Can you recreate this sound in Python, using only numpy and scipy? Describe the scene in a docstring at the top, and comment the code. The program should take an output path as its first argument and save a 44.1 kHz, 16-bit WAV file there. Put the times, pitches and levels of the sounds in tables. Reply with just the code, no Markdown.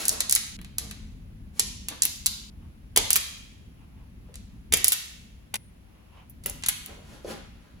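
"""Wire stripper at a wall box

An automatic wire stripper works on cables in a bare room, close to a handheld camera.
The insulation gives way with a snap, and sprung steel jaws clack and rattle: short pulses that set off damped tones.
Cables scrape in the box as grainy noise, over camera rumble, rubbing hands, a faint squeak and a hiss.
It opens on the fading echo of a clack; three hard cuts then split the sound, and each ends the room's ring."""
import sys
import numpy as np
from scipy import signal
from scipy.fft import rfft, irfft
from scipy.io import wavfile

SR = 44100
rng = np.random.default_rng(int(sys.argv[2]) if len(sys.argv) > 2 else 0)


def inscribe(sig):
    """Save sig as 16-bit PCM at rate SR to the path in sys.argv[1].

    A 1-D sig is mono; a 2-D sig holds one channel per row.
    Samples are clipped to [-1, 1] before scaling.
    """
    pcm = np.round(np.clip(np.atleast_2d(sig).T, -1, 1) * 32767)
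    wavfile.write(sys.argv[1], SR, pcm.astype(np.int16))


N = 343980

# Moments of the hard cuts: cut_s
CUT_TIMES = [.567, 2.5, 5.567]
# The insulation gives way (crack) and the jaws fly to their stop; levels are before the common gains:
# start_s, crack_db, flight_s, stop_db, body_db, top_db, jolt_db, thunk_db (thunk against the jolt)
WIRE_SNAPS = [(1.5950, -4, 0.0073, -15, -1.5, -5, -27.5, 3.5), (2.9618, -6, .012, 0, 7.5, 0, -21, 3),
              (4.7237, -9, .0135, -1, 8, 0.5, -23, 0.5), (5.541, -15.5, .0145, -18, 10, -0.5, -24, -19),
              (6.46, -13, .007, -28, -1, 12.5, -29, -27)]
# Steel parts meet as the jaws spring back or the tool is turned; levels are before the common gains:
# start_s, level_db, body_db, top_db, chatter_db (against the clack)
STEEL_CLACKS = [(0.053, -13.5, -2.5, -0.5, -9.5), (0.0815, -5, -14, 1, -20.5),
                (0.0922, -5.5, -7.5, -3.5, -19), (0.128, -23.5, 7.5, 6.5, -13), (0.2043, -9, 4, -3.5, -7),
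                (0.2952, -9, -1.5, -2.5, -22), (0.3104, -9.5, -9, -1, -16.5), (0.324, -2.5, -4.5, 0.5, -19),
                (0.3507, -5.5, -8.5, 3.5, -5.5), (0.3604, -9, 8, -3.5, -19.5), (0.589, -39, 28.5, -3, -19),
                (0.614, -35, 17.5, 7, -19), (0.6461, -32.5, 16, -5, -30), (0.7829, -10.5, 1, 1, -32),
                (0.9107, -25.5, 12.5, -2, -16.5), (1.8846, -15.5, 6.5, -1, -10.5),
                (2.0207, -3, -6.5, -13.5, -24.5), (2.033, -10, 0.5, 4.5, -21), (2.052, -6.5, 5.5, 14, -20),
                (2.2598, -9, 0.5, 1, -0.5), (3.1047, -3.5, 4.5, 4.5, -18),
                (3.1305, -3.5, -14.5, 0.5, -23.5), (3.157, -7, 12.5, 9.5, -9), (3.1619, -5.5, -3, 5, -7),
                (4.341, -35.5, 10, -10.5, -17), (4.3555, -29, 3, -3.5, -21), (4.771, -14, -1.5, 9, -10.5),
                (4.8436, -0.5, -2, 4.5, -25), (4.871, -15, -4, -18.5, -14.5), (4.8808, -1.5, -6.5, 10, -17),
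                (4.92, -9, 5, 0.5, -3), (4.929, -10, -21.5, 7.5, -8.5), (6.2968, -42, -14, 23, 3.5),
                (6.437, -36.5, 5, -3, -4.5), (6.4962, -22, -22, 8.5, -3.5), (6.624, -33, 9, -20, -9),
                (6.6362, -18.5, 10.5, -21.5, -15.5), (6.6614, -15.5, 5.5, -3, -9),
                (6.6847, -8.5, 6.5, 6.5, -0.5), (6.8603, -25, 6, 12.5, -24)]


def from_db(db):
    """Turns decibels into an amplitude factor."""
    return 10 ** (np.asarray(db) / 20)


def rms_one(x):
    """Scales a sound to an rms of 1."""
    return x / np.sqrt(np.mean(x ** 2) + 1e-20)


def at_hz(points, hz, axis=1):
    """Reads one column of a table on a log-frequency axis."""
    points = np.array(points)
    return np.interp(np.log(np.maximum(hz, 1)), np.log(points[:, 0]), points[:, axis])


def colour(x, spectrum, body_db=0, top_db=0, size=8192):
    """Filters with a unit-energy, minimum-phase response whose body (lows) and top can be lifted or lowered."""
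    hz = np.fft.rfftfreq(size, 1 / SR)
    tilt_db = np.interp(hz, [2500, 5500, 8000, 13000], [body_db, 0, 0, top_db])
    db = at_hz(spectrum, hz) + tilt_db
    # folding the cepstrum onto positive times makes the filter act only after its input
    cepstrum = irfft(np.log(from_db(db)))
    index = np.arange(size)
    folded = 2 * cepstrum * (index < size // 2) - cepstrum * (index == 0)
    response = irfft(np.exp(rfft(folded)))
    return signal.fftconvolve(x, response / np.linalg.norm(response))[:len(x)]


def lift_treble(x, hz, db):
    """Raises or lowers what lies above a frequency by adding a share of the high-passed sound."""
    treble = signal.lfilter(*signal.butter(1, hz, "high", fs=SR), x)
    return x + (from_db(db) - 1) * treble


def ring(x, modes):
    """A force sets off damped sines, each losing 60 dB in its own decay time."""
    out = 0
    for hz, db, t60_s in modes:
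        r = from_db(-60 / (t60_s * SR))  # loss per sample
        w = 2 * np.pi * hz / SR  # turn per sample
        tone = signal.lfilter([1, -r * np.cos(w)], [1, -2 * r * np.cos(w), r * r], x + 1e-18)
        out = out + from_db(db) * tone
    return out


def ring_between_cuts(x, modes):
    """Damped sines that start afresh in each stretch, so their ringing ends at each cut."""
    stretches = np.split(x, [round(s * SR) for s in CUT_TIMES])
    return np.concatenate([ring(stretch, modes) for stretch in stretches])


def grit(envelope, spread_db):
    """Noise grains of uneven size under an envelope, carrying the envelope's energy."""
    size = len(envelope)
    swings = np.repeat(rng.standard_normal(size // 20 + 1), 20)[:size]
    grains = rng.standard_normal(size) * from_db(spread_db * swings)
    force = grains * envelope
    return force * np.linalg.norm(envelope) / (np.linalg.norm(force) + 1e-20)


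def scatter(size, width_hz, count):
    """A unit pulse smeared by bending waves: all-pass sections delay each pitch by a different time."""
    r = np.exp(-np.pi * width_hz / SR)
    angles = np.pi * (np.arange(count) + rng.uniform(-0.88, 2, count)) / count
    turns = -2 * r * np.cos(angles)
    sections = [[r * r, a, 1, 1, a, r * r] for a in turns]
    return signal.sosfilt(sections, signal.unit_impulse(size) + 1e-18)


def add(track, s, sound):
    """Lays a sound into a track at a time in seconds."""
    start = max(round(s * SR), 0)
    track[start:start + len(sound)] += sound[:max(N - start, 0)]


def air(spectrum, side_db):
    """Steady stereo noise: a middle part of rms 1 plus a side part of opposite sign left and right."""
    mid = rms_one(colour(rng.standard_normal(N), spectrum))
    side = rms_one(colour(rng.standard_normal(N), spectrum))
    return mid + from_db(side_db) * side * np.array([[1], [-1]])


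def hiss():
    """A faint, steady, wide noise."""
    # Colour of the hiss: pitch_hz, level_db (per Hz)
    hiss_colour = [(30, -0.5), (300, 1.5), (600, -4.5), (1200, -10.5), (2600, -11), (4000, -17),
                   (7500, -23), (10500, -19), (16000, -25.5)]
    return from_db(-64.5) * air(hiss_colour, side_db=1.5)


def handling(lump_db=1.74, lump_s=.08):
    """Rumble of the hand on the camera, as the grip tightens and eases in small uneven lumps."""
    # Colour of the rumble: pitch_hz, level_db (per Hz)
    rumble_colour = [(15, -24), (28, -6.5), (52, 1.5), (80, -2), (125, -8.5), (220, -8.5), (290, -18.5),
                     (450, -36.5), (900, -55.5), (3000, -79)]
    # Strength of the rumble before lumps and left-right balance: time_s, level_db
    grip_levels = [(0.0, -52), (0.19, -47.5), (0.5, -50), (0.56, -42.5), (2.35, -48.5), (2.71, -44),
                   (2.74, -51), (3.02, -41.5), (3.19, -51.5), (4.69, -45.5), (4.74, -38), (4.93, -55.5),
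                   (5.32, -48.5), (6.15, -54.5), (6.58, -44.5), (6.73, -50), (7.28, -47.5), (7.8, -51.5)]
    t, steps = np.arange(N) / SR, np.arange(0, N / SR + lump_s, lump_s)
    noise = air(rumble_colour, side_db=-12.5) * from_db([[.6], [-.6]])  # a little stronger on the left
    lumps = np.interp(t, steps, rng.standard_normal(len(steps)))
    level_db = np.interp(t, *np.transpose(grip_levels)) + lump_db * lumps
    return from_db(level_db) * noise


def rustle():
    """Hands shift on the plastic grips: rubbing skin makes noise in soft swells."""
    # Colour of the rustle: pitch_hz, level_db (per Hz)
    rustle_colour = [(150, -19), (500, -3), (1000, 5.5), (1700, -9.5), (2800, -1.5), (4200, -18),
                     (16000, -35.5)]
    # Swells of rubbing: peak_s, level_db (of the middle part), width_s
    rubs = [(2.64, -67, 0.032), (3.82, -65.5, 0.034), (4.0, -67.5, 0.057), (4.29, -69.5, 0.036),
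            (4.54, -72, 0.0352), (6.02, -68, 0.12), (6.19, -57.5, 0.037)]
    t = np.arange(N) / SR
    swells = sum(from_db(db) * np.exp(-((t - s) / width_s) ** 2 / 2) for s, db, width_s in rubs)
    return swells * air(rustle_colour, side_db=-2)


def room_response(first_echo_s=0.0027, early_db=15.5, early_s=0.007, size=32768):
    """Diffuse echoes, unrelated left and right, strong at first and dying band by band."""
    # Echoes of the room: pitch_hz, t60_s, level_db (against the sound sent into the room)
    room_bands = [(150, 0.26, -1.5), (550, .5, 1), (1300, 0.73, 2), (2800, 0.91, 1), (4300, 0.69, 4),
                  (7350, 0.73, -6.5), (10000, 0.34, -4.5), (15000, 0.68, -15.5)]
    t, out = np.arange(size) / SR, 0
    white = rng.standard_normal((2, 2, size))  # neighbouring bands get unrelated noise
    early = from_db(early_db * np.exp(-t / early_s))
    build_up = early * (1 - np.exp(-(t / first_echo_s) ** 2))
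    edges = np.geomspace(90, 18000, 17)
    for k, (low, high) in enumerate(zip(edges, edges[1:])):
        hz = np.sqrt(low * high)
        band = signal.butter(2, [low, high], "band", fs=SR, output="sos")
        decay = np.exp(-np.log(1000) * t / at_hz(room_bands, hz))
        echoes = signal.sosfilt(band, white[k % 2]) * build_up * decay
        echoes = echoes / np.linalg.norm(echoes, axis=1, keepdims=True)
        band_share = np.sqrt(2 * (high - low) / SR)
        out = out + echoes * band_share * from_db(at_hz(room_bands, hz, axis=2))
    return out


def late(x, lag_samples=7.8):
    """Delays by the travel time between the camera's two ports, a fraction of a millisecond."""
    return irfft(rfft(x) * np.exp(-2j * np.pi * np.fft.rfftfreq(N) * lag_samples), N)


def in_room(clacks, thuds, radiated, count=3):
    """Clacks reach the left port late, thuds both together; echoes change as the tool moves and end at cuts."""
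    out = np.array([late(clacks), clacks]) * from_db([[-.4], [.4]]) + thuds
    cuts = [0] + [round(s * SR) for s in CUT_TIMES] + [N]
    for start, end in zip(cuts, cuts[1:]):
        # each stretch has a few tool positions, each with its own echo pattern
        poses = np.linspace(start, end, count + 1).astype(int)
        for a, b in zip(poses, poses[1:]):
            tail = signal.fftconvolve(radiated[None, a:b], room_response(), axes=1)[:, :end - a]
            out[:, a:a + tail.shape[1]] += tail
    return out


def squeak(start_s=5.57, length_s=0.13, from_hz=10900, to_hz=9300, glide_s=0.058):
    """A faint thin tone swells and fades while its pitch slides down."""
    out, t = np.zeros(N), np.arange(int(length_s * SR)) / SR
    hz = to_hz + (from_hz - to_hz) * np.exp(-t / glide_s)
    swell = np.sqrt(np.sin(np.pi * t / length_s))
    tone = np.sin(2 * np.pi * np.cumsum(hz) / SR)
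    add(out, start_s, from_db(-62) * swell * tone)
    return out


def cable_and_first_echo(treble_hz=6000, bump_db=-5, thud_db=13):
    """Sliding insulation sticks and slips in fine grains, as does an opening echo; the cable thuds on the box."""
    # Colours of the sliding cable and of the box: pitch_hz, level_db (per Hz)
    cable_colour = [(80, -19), (200, 6), (400, 1.5), (700, -1.5), (1400, -5), (3000, -9.5), (5000, -14),
                    (8500, -10.5), (12000, -16.5), (16000, -29)]
    box_colour = [(60, -21), (200, -6), (420, 7), (650, 0), (900, -11), (1400, -19.5), (2500, -22.5),
                  (10000, -37.5)]
    # Cable and jaws sliding; the first row is the fading echo of a clack before the start:
    # peak_s, level_db (before colouring), rise_s, fall_s, treble_db
    grainy_swells = [(.005, -42, .04, 0.061, 18), (.14, -42.5, 0.033, 0.082, -4),
                     (.84, -51.5, 0.028, 0.035, -8.5), (1.597, -56, 0.027, .008, 14.5),
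                     (1.92, -39.5, 0.011, 0.013, -10), (6.49, -49, 0.022, 0.014, 13),
                     (6.899, -48.5, .02, 0.049, -20), (7.149, -52.5, 0.072, 0.056, 3.5),
                     (7.314, -39.5, 0.033, 0.03, 3.5), (7.66, -61.5, .08, 0.24, -22.5)]
    # The cable bumps the box: start_s, level_db (before the common gains), drag_s (fade of the drag)
    bumps = [(4.286, -49, 0.021), (6.459, -33, 0.01), (6.893, -44, 0.014), (6.968, -48.5, 0.054),
             (7.246, -25.5, 0.002), (7.276, -38, 0.0072)]
    grains, knocking, t = np.zeros(N), np.zeros(N), np.arange(SR // 2) / SR
    for s, db, rise_s, fall_s, treble_db in grainy_swells:
        start = max(s - 3 * rise_s, 0)
        since = t + start - s
        envelope = np.exp(-np.where(since < 0, (since / rise_s) ** 2 / 2, since / fall_s))
        swell = lift_treble(grit(envelope, spread_db=-0.5), treble_hz, treble_db)
        add(grains, start, from_db(db) * swell)
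    for s, db, drag_s in bumps:
        # the first touch, then a short drag
        thud = from_db(thud_db) * scatter(len(t), width_hz=300, count=30)
        drag = from_db(bump_db) * grit(np.exp(-t / drag_s), spread_db=3)
        add(knocking, s, from_db(db) * (thud + drag))
    return colour(grains, cable_colour) + colour(knocking, box_colour)


def knocks():
    """Dull blows through the handles (start_s, jolt_db, thunk_db): two to a snap, a slight one to a clack."""
    lead_s = .0015  # in a snap the handles give just before the steel sounds
    for s, crack_db, flight_s, stop_db, _, _, jolt_db, thunk_db in WIRE_SNAPS:
        yield s - lead_s, jolt_db, thunk_db
        yield s + flight_s - lead_s, jolt_db - 4 + stop_db - crack_db, thunk_db + 5
    for s, db, body_db, _, _ in STEEL_CLACKS:
        # the fuller the clack's body, the stronger the jolt
        yield s, db - 28.5 + 0.92 * body_db, -6


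def handles(jolt_db=10, tear_db=-5, tear_s=.006, lever_db=-4, handle_db=2):
    """The sudden release of the squeeze jolts the lever with a short tearing noise; the handles thunk."""
    # Colour of the handles: pitch_hz, level_db (per Hz)
    handle_colour = [(60, -6), (200, -2.5), (400, -3), (620, -1), (1000, 4), (1400, -1), (3000, 6),
                     (5000, -19.5), (9000, -13), (16000, -17)]
    # Ringing of lever and handles, before their common gains: pitch_hz, level_db, t60_s
    lever_tones = [(770, -33, 0.013), (1970, -23, 0.02), (2090, -30.5, 0.041)]
    handle_tones = [(337, -34.5, 0.022), (399.4, -24, 0.04), (464, -35.5, 0.095), (3010, -32.5, 0.08),
                    (3045, -31, 0.065), (3180, -28, 0.087), (3440, -39, 0.11), (3560, -38, 0.065)]
    force, shove, t = np.zeros(N), np.zeros(N), np.arange(SR // 5) / SR
    for s, db, thunk_db in knocks():
        jolt = from_db(db + jolt_db) * scatter(len(t), width_hz=1100, count=30)
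        tear = from_db(db + tear_db) * grit(np.exp(-t / tear_s), spread_db=3)
        add(force, s, jolt + tear)
        add(shove, s, from_db(thunk_db) * jolt)
    lever = from_db(lever_db) * ring(force, lever_tones)
    thunks = from_db(handle_db) * ring_between_cuts(shove, handle_tones)
    return colour(force, handle_colour) + lever + thunks


def contacts():
    """Every meeting of steel (start_s, level_db, body_db, top_db, chatter_db): crack and stop, clack and bounce."""
    for s, crack_db, flight_s, stop_db, body_db, top_db, _, _ in WIRE_SNAPS:
        yield s, crack_db, body_db, top_db, -11
        yield s + flight_s, stop_db, 0.5, top_db, -14
    for s, db, body_db, top_db, chatter_db in STEEL_CLACKS:
        yield s, db, body_db, top_db, chatter_db
        # loose links bounce once, weaker and with a little less body
        bounce_s = .011 * np.exp(0.32 * rng.standard_normal())
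        yield s + bounce_s, db - 18, body_db - 2, top_db, -13


def jaws(chatter_s=0.0053, level_db=12.5, chatter_gain_db=-14, late_s=.0002):
    """Each clack is a hard pulse spread over about a millisecond; loose links chatter and the steel rings."""
    # Colour of the steel: pitch_hz, level_db (per Hz)
    steel_colour = [(200, -23.5), (600, -32), (850, -19.5), (1300, -15), (2500, -7), (4000, -3.5),
                    (5500, -0.5), (7000, 3.5), (8400, 7.5), (10500, 3), (12500, -1), (15000, 0.5),
                    (16500, -27.5)]
    # Ringing of the jaws, before its common gain: pitch_hz, level_db, t60_s
    jaw_tones = [(3800, -43, 0.031), (6050, -50.5, 0.061), (7185, -36, 0.055), (9700, -36, .03),
                 (10710, -37.5, 0.023), (11360, -39, 0.033), (11170, -31.5, .06)]
    force, t = np.zeros(N), np.arange(SR // 20) / SR
    settle = (1 - np.exp(-t / 0.00079)) * np.exp(-t / chatter_s)
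    for s, db, body_db, top_db, chatter_db in contacts():
        pulse = scatter(len(t), width_hz=430, count=22)
        chatter = from_db(chatter_db + chatter_gain_db) * grit(settle, spread_db=7)
        clack = colour(pulse + chatter, steel_colour, body_db, top_db, size=1024)
        add(force, s + late_s, from_db(db + level_db) * clack)
    return force + ring_between_cuts(force, jaw_tones) * from_db(-11.5)


def scene():
    """Tool and cable in the room, over the camera's rumble, rubbing hands and a faint hiss."""
    clacks, jolts, wire = jaws() + squeak(), handles(), cable_and_first_echo()
    # the hand shields handles and cable, which are heard mostly by way of the room
    thuds = from_db(-2.5) * jolts + from_db(-2.5) * wire
    radiated = clacks + from_db(-1.5) * jolts + from_db(2) * wire
    return in_room(clacks, thuds, radiated) + rustle() + hiss() + handling()


def record(dry):
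    """The camera feeds both sides with the right port's treble, phase-shifted on the left; it clips and cuts the top."""
    # Range over which the two ports merge into one: the list holds start_hz, end_hz
    merge_range = [6500, 7800]
    # Phase by which the left side leads in the shared treble: pitch_hz, lead_radians
    left_phase = [(6500, 5.9), (8600, 3.14), (13400, -3.14), (16500, -6.6)]
    left, right = dry
    hz = np.fft.rfftfreq(N, 1 / SR)
    shared = np.interp(hz, merge_range, [0, 1])
    turn = np.exp(1j * np.interp(hz, *np.transpose(left_phase)))
    left = left + irfft(shared * (turn * rfft(right) - rfft(left)), N)
    clipped = np.clip([left, right], -1, 1)
    top_cut = signal.ellip(10, .1, 70, 16500, fs=SR, output="sos")  # low-pass at 16500 Hz
    return signal.sosfilt(top_cut, clipped)


dry = scene()
out = record(dry)
inscribe(out)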